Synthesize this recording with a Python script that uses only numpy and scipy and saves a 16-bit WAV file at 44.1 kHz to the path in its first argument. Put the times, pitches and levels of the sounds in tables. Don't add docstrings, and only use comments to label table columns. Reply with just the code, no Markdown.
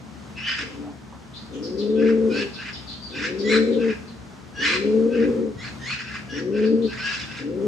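import sys
import numpy as np
from scipy import signal
from scipy.fft import rfft, irfft, next_fast_len
from scipy.io import wavfile
from scipy.ndimage import uniform_filter1d, map_coordinates

SR = 44100
rng = np.random.default_rng(int(sys.argv[2]) if len(sys.argv) > 2 else 0)


def generate_wav(signal):
    frames = np.transpose(np.atleast_2d(signal))
    scaled = np.clip(frames, -1, 1) * 32767
    pcm = np.round(scaled).astype(np.int16)
    wavfile.write(sys.argv[1], SR, pcm)


N = 338247

# frequency in Hz, relative density in dB per Hz.
AIR_COLOUR = [(20, -35.5), (40, -26), (56, -17), (75, -5), (98, -10), (129, -9), (164, -7.5), (205, -2.5),
              (310, -12), (520, -18), (1310, -20.5), (2420, -28.5), (6500, -34), (11000, -49),
              (15500, -59.5)]
# frequency in Hz, likeness 0-1.
AIR_LIKENESS = [(60, 0.64), (160, 0.53), (430, 0.17), (1140, 0.51), (3050, 0.21), (8160, 1)]
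# frequency in Hz, left minus right in dB.
BACKGROUND_BALANCE = [(60, 9), (160, 3), (430, 2.5), (1140, -1), (3050, 1), (8160, 0.0)]
# frequency in Hz, width in Hz, early level in dB, late level in dB.
HUM_LINES = [(66.4, 10, -52.5, -54), (130, 3.5, -52.5, -46), (222.7, 14, -52.5, -49.5)]
# time the wheeze opens into a rasp in seconds, wheeze length in seconds,
# rasp length in seconds, level in dB, swell over the wheeze in dB, brightness in dB, first, second and
# last pitch in Hz, second resonance in dB, rasp share 0-1, rasp centre in Hz, shrill overtone in Hz,
# its level in dB, its entry after the opening in seconds.
SQUEALS = [(0.386, 0.042, 0.077, -33.5, 15, -12, 1526, 1570, 1590, 17, 0.14, 2000, 5420, -13, -.01),
           (.478, 0.068, 0.042, -27, 20, -2.5, 1720, 1790, 1830, 5, 0.23, 2200, 5030, -10, -0.000097),
           (2.379, 0.09, .044, -28, 13, -4.5, 1442, 1560, 1657, 0, .32, 2400, 4490, -15, -0.041),
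           (3.524, .095, .044, -20, 22.5, -5.5, 1973, 2180, 2310, -16, 0.75, 1420, 4074, -5, -.025),
           (4.641, .11, .122, -19, 30.5, -7.5, 1638, 1760, 2042, -8, .8, 2300, 4100, -9, .028),
           (5.646, .08, .04, -35, 12.5, -5, 1930, 2145, 2600, -17, 0.8, 1500, 4330, -12, -.022),
           (5.897, .105, .044, -28, 17, -5.5, 1830, 2170, 2520, -15, 0.45, 2450, 4350, -10, -.033),
           (6.369, 0.092, .029, -33, 9.5, -6.5, 1670, 1740, 1835, -9, 1, 1700, 5560, -13.5, -0.054),
           (7.061, 0.081, .082, -26, 11.5, -7, 1530, 1620, 1680, -4.5, 0.2, 1450, 4900, -16, -.02)]
# ratio to the gliding pitch, width in Hz, level in dB.
WHEEZE_RESONANCES = [(2.0, 260, -19), (2.749, 299, -19.5), (3.5, 280, -18.5)]
# frequency in Hz, relative density in dB per Hz.
RASP_COLOUR = [(470, -49.5), (800, -29), (910, -22.5), (996, -11), (1350, -3.5), (1640, -0.5), (1980, -3),
               (2390, -1.5), (2750, -4.5), (3200, -9.5), (4210, -11), (4650, -10), (5400, -11), (6080, -18),
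               (7200, -20.5), (8610, -33), (11200, -56), (18900, -120)]
# first puff in seconds, level in dB, second puff above the first in dB,
# brightness in dB.
CROAKS = [(.535, -29.5, 1, -7), (2.018, -35.5, 3.5, -13), (2.614, -35.5, 1.5, -9), (3.184, -31, 5.5, -8),
          (3.839, -34.5, 2, -13), (4.68, -30, -2, -2.5), (5.159, -35.5, 2, -13), (5.939, -35.5, 1.5, -7),
          (6.089, -36, 4, -10.5), (6.58, -36.5, 0.5, -9.5), (6.93, -35.5, 1.5, -7.5),
          (7.15, -33.5, -1.5, -1.5), (7.32, -38, 2.5, -6.5)]
CROAK_VOICE = (1528, 1560, 1610.5, 1, 1.2, 1750, 4980, -17, -.03)
# frequency in Hz, time to fall 60 dB in seconds.
LOFT_DECAY = [(200, 1), (1000, 0.35), (3000, 0.58), (8000, 0.55)]
# start in seconds, length in seconds, top of the pitch arch in Hz, climb time in seconds,
# level in dB, tiring in dB per second, closing fall in seconds, share of the crop's deep boom in dB.
COOS = [(.56, 0.4, 149.5, .15, -17.5, 0, 0.025, 0), (1.489, 1.04, 230.2, 0.24, -14.5, 8.5, .16, -5.5),
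        (3.09, 0.88, 231.5, 0.25, -16, 13.5, 0.04, -4.5), (4.55, 1.01, 232.4, 0.22, -15.5, 11, 0.084, -4.5),
        (6.275, 0.643, 230.2, .195, -14, 10, 0.029, -3), (7.36, 0.76, 236, 0.22, -14.5, 10, 0.063, -6.5)]
# middle in seconds, length in seconds,
# added roughness 0-1, loudness lost in dB.
FLUTTERS = [(0.72, 0.13, 0.06, 6.5), (2.014, 0.072, 0.16, 1), (2.184, 0.07, 0.19, 2),
            (2.314, 0.058, 0.55, 3), (2.38, 0.09, 0.41, 3), (3.504, 0.04, 0.21, 0.5),
            (3.671, 0.062, 0.41, 4), (3.765, 0.1, 0.46, 3.5), (5.121, 0.11, 0.33, 5), (5.27, 0.078, .4, 2),
            (5.398, 0.2, 0.42, 2.5), (6.723, 0.042, 0.27, 1), (6.798, 0.094, 0.18, 6.5)]
# frequency in Hz, gain in dB.
THROAT = [(100, -46.5), (170, -16), (215, 11), (290, 2.5), (335, -6.5), (380, -2), (450, 4.5), (530, -0.5),
          (585, -17), (700, -22.5), (900, -42.5), (1400, -85)]
# frequency in Hz, width in Hz, level in dB.
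LOFT_RINGS = [(293.5, 7.1, 6), (368.4, 9.2, 3.5), (517, 22, -8.5)]
# frequency in Hz, left minus right in dB.
COO_BALANCE = [(225, 4.7), (290, 2.5), (450, 4.2), (530, 7)]
# frequency in Hz, lead of the left in radians.
COO_PHASE = [(225, -.58), (290, -1.0), (380, -.3), (450, 0), (530, .7)]
# start in seconds, frequency in Hz, width in Hz, level in dB,
# time to fall 60 dB in seconds.
KNOCKS = [(0.83, 698, 610, -34.5, 0.37), (1.122, 910, 454, -26.5, 0.11), (5.53, 111.4, 40.16, -38.5, 1)]
# start in seconds, length in seconds, first pitch in Hz, last pitch in Hz,
# level in dB before distance.
CHIRPS = [(1.326, 0.067, 3600, 4810, -43.5), (1.524, 0.035, 3600, 2920, -47),
          (1.531, 0.024, 7070, 6370, -52), (1.618, 0.052, 5660, 4580, -41), (1.768, 0.061, 5260, 3390, -40),
          (1.888, 0.03, 3800, 3560, -53), (1.948, 0.025, 3530, 3190, -46.5),
          (2.525, 0.052, 5000, 3720, -42.5), (2.723, 0.027, 5250, 4730, -39.5),
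          (2.735, 0.035, 4100, 3310, -41.5), (2.863, 0.081, 4640, 3860, -39.5),
          (3.008, 0.077, 4790, 4560, -42), (3.092, 0.042, 4210, 3570, -45),
          (3.375, 0.054, 5600, 3900, -40.5), (3.711, 0.042, 4370, 3330, -43),
          (4.068, 0.035, 4820, 3540, -51), (6.64, 0.039, 4820, 4410, -45),
          (6.809, 0.073, 3490, 5000, -43.5)]

AIR_DB, AIR_SWELL_DB = -41.5, 1.46
HUM_SHIFTS_S = 5.2

PITCH_STEPS_S = (-.034, .005)
SQUEAL_ATTACK_S, SQUEAL_SAG_DB_PER_S, SQUEAL_RELEASE_DB_PER_S = 0.025, 49, 449
PUFF_GAP_S, PUFF_RISE_S, PUFF_FALL_S = 0.068, 0.029, 0.022

COO_START_HZ, CLIMB_CURVE, END_SAG = 109.67, 1.35, .2
FULL_HZ, SOFTER_DB_PER_OCTAVE, TIRES_AFTER_S = 239.7, 14, 0.52
COO_ATTACK_S, COO_RELEASE_S = 0.071, 0.065
ROUGH_LOW, ROUGH_FULL = 0.43, 0.21
FLUTTER_LIFT = 0.0488
BOOM_FROM_HZ, BOOM_SPREAD_HZ, BOOM_LOW_DB, BOOM_GAIN_DB = 210, 9.4, -8.5, 8

COO_ROOM_DB, CHIRP_DIRECT_DB = -13, -15
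EDGE_HZ = 15500


def gain_of(db):
    return 10 ** (np.asarray(db) / 20)


def evened(x):
    return x / np.sqrt(np.mean(x ** 2) + 1e-20)


def read(points, hz):
    f, value = np.transpose(points)
    return np.interp(np.log(hz + 1), np.log(f + 1), value)


def add(mix, s, sound):
    part = mix[max(round(s * SR), 0):][:len(sound)]
    part += sound[:len(part)]


def shaped(x, gain):
    size = next_fast_len(x.shape[-1] + 4096)
    spectrum = rfft(x, size) * gain(np.fft.rfftfreq(size, 1 / SR))
    return irfft(spectrum, size)[..., :x.shape[-1]]


def wander(size, hz):
    knots = rng.standard_normal(int(size / SR * hz * 2) + 4)
    return map_coordinates(knots, [np.arange(size) / SR * hz * 2], order=3, mode="mirror")


def steadied(x, seconds):
    size = max(int(seconds * SR), 2)
    power = uniform_filter1d(uniform_filter1d(x ** 2, size), size)
    return x / np.sqrt(abs(power) + 1e-12)


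def split(x, hz):
    low = shaped(x, lambda f: 1 / (1 + (f / hz) ** 24))
    return low, x - low


def whistle(size, hz, width):
    r = np.exp(-np.pi * abs(width) / SR)
    noise = rng.standard_normal((size + 4096, 2)) @ [1, 1j]
    slow = signal.lfilter([1], [1, -2 * r, r * r], noise)[-size:]
    carrier = np.exp(2j * np.pi * np.cumsum(hz * np.ones(size)) / SR)
    return evened((slow * carrier).real)


def placed(x, balance, phase):
    side = np.array([[.5], [-.5]])
    return shaped(x, lambda f: gain_of(side * read(balance, f)) * np.exp(1j * side * read(phase, f)))


def air():
    left, other = rng.standard_normal((2, N))
    same = lambda f: np.clip(read(AIR_LIKENESS, f), 0, 1)
    right = shaped(left, same) + shaped(other, lambda f: np.sqrt(1 - same(f) ** 2))
    wash = evened(shaped(np.array([left, right]), lambda f: gain_of(read(AIR_COLOUR, f))))
    return wash * gain_of(AIR_DB + AIR_SWELL_DB * wander(N, 3))


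def hum():
    late = np.clip((np.arange(N) / SR - HUM_SHIFTS_S) / 0.14, 0, 1)
    total = np.zeros(N)
    for hz, width, early_db, late_db in HUM_LINES:
        line = steadied(whistle(N, hz, width), 0.26)
        total += gain_of(early_db + (late_db - early_db) * late) * line
    return total


def sputter(x, patch_db, count=4):
    z = signal.stft(x, nperseg=256)[2]
    chance = rng.standard_normal(z.shape)
    patches = evened(uniform_filter1d(uniform_filter1d(chance, count, 0), count, 1))
    return signal.istft(z * gain_of(patch_db * patches), nperseg=256)[1][:len(x)]


def squawk(t, bright_db, first_hz, second_hz, last_hz, second_db, share, rasp_hz,
           shrill_hz, shrill_db, shrill_s):
    size = len(t)
    after = lambda s, ramp_s: (1 + np.tanh((t - s) / ramp_s)) / 2
    pushed, forced = (after(s, .0077) for s in PITCH_STEPS_S)
    stepped_hz = first_hz + (second_hz - first_hz) * pushed + (last_hz - second_hz) * forced
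    hz = stepped_hz * (1 + .01196 * pushed * wander(size, 40.23))
    following = lambda part: first_hz + part * (hz - first_hz)

    def frayed(centre, width):
        ragged = gain_of(-7) * pushed * whistle(size, centre, 650)
        return steadied(whistle(size, centre, width), 0.0056) + ragged

    wheeze = frayed(hz, 55) + gain_of(second_db) * frayed(1.7 * following(.55), 160)
    for ratio, width, db in WHEEZE_RESONANCES:
        wheeze += gain_of(db) * whistle(size, ratio * following(.3), width)

    grainy = rng.standard_normal(size) * np.exp(.24 * wander(size, 130))
    hiss = sputter(grainy, patch_db=3.5)
    rasp = shaped(hiss, lambda f: gain_of(read(RASP_COLOUR, f) + 5 / (1 + ((f - rasp_hz) / 350) ** 2)))
    harsh = np.clip(0.028 + .11 * pushed + share * after(0, .005), 0, .92)

    entry = after(shrill_s, .015)
    slide_hz = shrill_hz * (1 - .1 * (1 - entry))
    overtones = whistle(size, slide_hz, 260) + gain_of(-15) * whistle(size, 2 * slide_hz, 520)
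    shrill = gain_of(shrill_db) * entry * split(overtones, 8460)[0]

    voice = np.sqrt(1 - harsh) * evened(wheeze) + np.sqrt(harsh) * evened(rasp) + shrill
    body, edge = split(voice, 3010)
    return steadied(body, 0.032) + gain_of(bright_db) * steadied(edge, 0.022)


def squeal(opens, wheeze_s, rasp_s, level_db, swell_db, *voice):
    t = np.arange(-wheeze_s, rasp_s + .1, 1 / SR)
    db = level_db + swell_db * np.minimum(t / wheeze_s, 0)
    db -= SQUEAL_SAG_DB_PER_S * np.maximum(t, 0)
    db -= SQUEAL_RELEASE_DB_PER_S * np.maximum(t - rasp_s, 0)
    attack = np.minimum((t + wheeze_s) / SQUEAL_ATTACK_S, 1)
    return opens - wheeze_s, attack * gain_of(db) * squawk(t, *voice)


def loft(x, early_s=0.0099):
    size = SR // 2
    t = np.arange(size) / SR
    taps = rng.standard_normal((2, size)) * (rng.random((2, size)) < 3000 / SR)
    taps *= (t > .002) * (1 + 2 * np.exp(-t / early_s))
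    hz, t, z = signal.stft(taps, SR, nperseg=256)
    decay = gain_of(-60 * t / read(LOFT_DECAY, hz)[:, None])
    tail = signal.istft(z * decay, SR, nperseg=256)[1]
    tail = tail / np.linalg.norm(tail, axis=1, keepdims=True)
    return signal.fftconvolve(x[None], tail, axes=1)[:, :N]


def croak(s, level_db, second_db, bright_db, lead_s=.06):
    t = np.arange(-lead_s, PUFF_GAP_S + 0.15, 1 / SR)
    puff = lambda u: np.where(u < 0, np.exp(-(u / PUFF_RISE_S) ** 2 / 2), 1 / np.cosh(u / PUFF_FALL_S))
    swell = np.hypot(puff(t), gain_of(second_db) * puff(t - PUFF_GAP_S))
    return s - lead_s, gain_of(level_db) * swell * squawk(t, bright_db, *CROAK_VOICE)


def ringing(f):
    rings = sum(gain_of(db) / (1 + 2j * (f - hz) / width) for hz, width, db in LOFT_RINGS)
    return gain_of(read(THROAT, f)) * (1 + rings)


def coo(start, length, top_hz, climb_s, level_db, tiring_db, fall_s, boom_db):
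    t = np.arange(0, length, 1 / SR)
    size = len(t)
    climb = top_hz + (COO_START_HZ - top_hz) * np.exp(-(t / climb_s) ** CLIMB_CURVE)
    arch = climb * (1 - END_SAG * np.exp((t - length) / fall_s))

    middle, span, depth, loss_db = np.transpose(FLUTTERS)
    within = np.exp(-(2 * (start + t[:, None] - middle) / span) ** 4)
    broken = within @ depth
    swollen = (1 + np.tanh((arch - BOOM_FROM_HZ) / BOOM_SPREAD_HZ)) / 2
    pitch = arch * (1 + FLUTTER_LIFT * broken)
    rough = np.interp(arch, [COO_START_HZ, FULL_HZ], [ROUGH_LOW, ROUGH_FULL])
    rough = np.clip(rough + broken, 0, 1)

    effort_db = level_db + SOFTER_DB_PER_OCTAVE * np.log2(arch / FULL_HZ)
    effort_db -= tiring_db * np.maximum(t - TIRES_AFTER_S, 0)
    effort_db += 1.27 * wander(size, 9.52) - within @ loss_db - BOOM_GAIN_DB * (1 - swollen)

    flutter = 2 * np.pi * np.cumsum(pitch * (1 + .051 * wander(size, 25))) / SR / 3
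    jitter = .019 * (0.31 + 2 * rough) * wander(size, 50.04)
    phase = 2 * np.pi * np.cumsum(pitch * (1 + jitter)) / SR
    phase += 1.27 * rough * np.sin(flutter) / 2
    tone = 0.86 * np.cos(phase) + np.sin(2 * phase)
    tone += gain_of(-8) * (np.cos(3 * phase) + np.cos(4 * phase) / 2)

    throb = 1 + .87 * rough * np.sin(2 * flutter)
    drive = tone * (1 - 0.97 * rough ** 2) * throb + rough * whistle(size, 370, 380)
    deep, upper = split(shaped(drive, ringing), 272.0)
    boom = np.clip(gain_of(BOOM_LOW_DB + (boom_db - BOOM_LOW_DB) * swollen), 0, .95)
    voice = boom * steadied(deep, 0.054) + np.sqrt(1 - boom ** 2) * steadied(upper, 0.058)
    fade = np.minimum(t / COO_ATTACK_S, 1) * np.minimum((length - t) / COO_RELEASE_S, 1) ** 2
    return start, gain_of(effort_db) * voice * fade


def knock(s, hz, width, db, t60):
    t = np.arange(SR // 2) / SR
    return s, gain_of(db - 60 * t / t60) * (1 - np.exp(-t / 0.037)) * whistle(len(t), hz, width)


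def chirp(s, length, first_hz, last_hz, db):
    size = int(length * SR)
    hz = np.linspace(first_hz, last_hz, size)
    strain = np.clip(abs(last_hz - first_hz) / 700, .3, 1)
    warbled_hz = hz * (1 + strain * .0662 * wander(size, 160))
    note = np.sin(2 * np.pi * np.cumsum(warbled_hz) / SR)
    buzz = strain * gain_of(-1) * whistle(size, .94 * hz, 1300)
    return s, gain_of(db) * evened((note + buzz) * signal.windows.tukey(size, .5))


def scene():
    pigeon, hoarse, small, bumps = np.zeros((4, N))
    for row in SQUEALS:
        add(hoarse, *squeal(*row))
    for row in CROAKS:
        add(hoarse, *croak(*row))
    for row in COOS:
        add(pigeon, *coo(*row))
    for row in KNOCKS:
        add(bumps, *knock(*row))
    for row in CHIRPS:
        add(small, *chirp(*row))
    near = placed(pigeon, COO_BALANCE, COO_PHASE) + gain_of(COO_ROOM_DB) * loft(pigeon)
    middle = hoarse + loft(hoarse)
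    far = gain_of(CHIRP_DIRECT_DB) * small + gain_of(2.0) * loft(small, early_s=0.11)
    background = placed(air() + hum() + bumps, BACKGROUND_BALANCE, [(100, 0.005)])
    return gain_of(-0.42) * near + gain_of(-3.0) * middle + far + background


def record(dry):
    thinned = shaped(dry, lambda f: 1 - 0.64 / (1 + (f / 56) ** 14))
    band_limit = signal.firwin(511, EDGE_HZ, window=("kaiser", 9), fs=SR)
    return signal.oaconvolve(thinned, band_limit[None], "same")


dry = scene()
out = record(dry)
generate_wav(out)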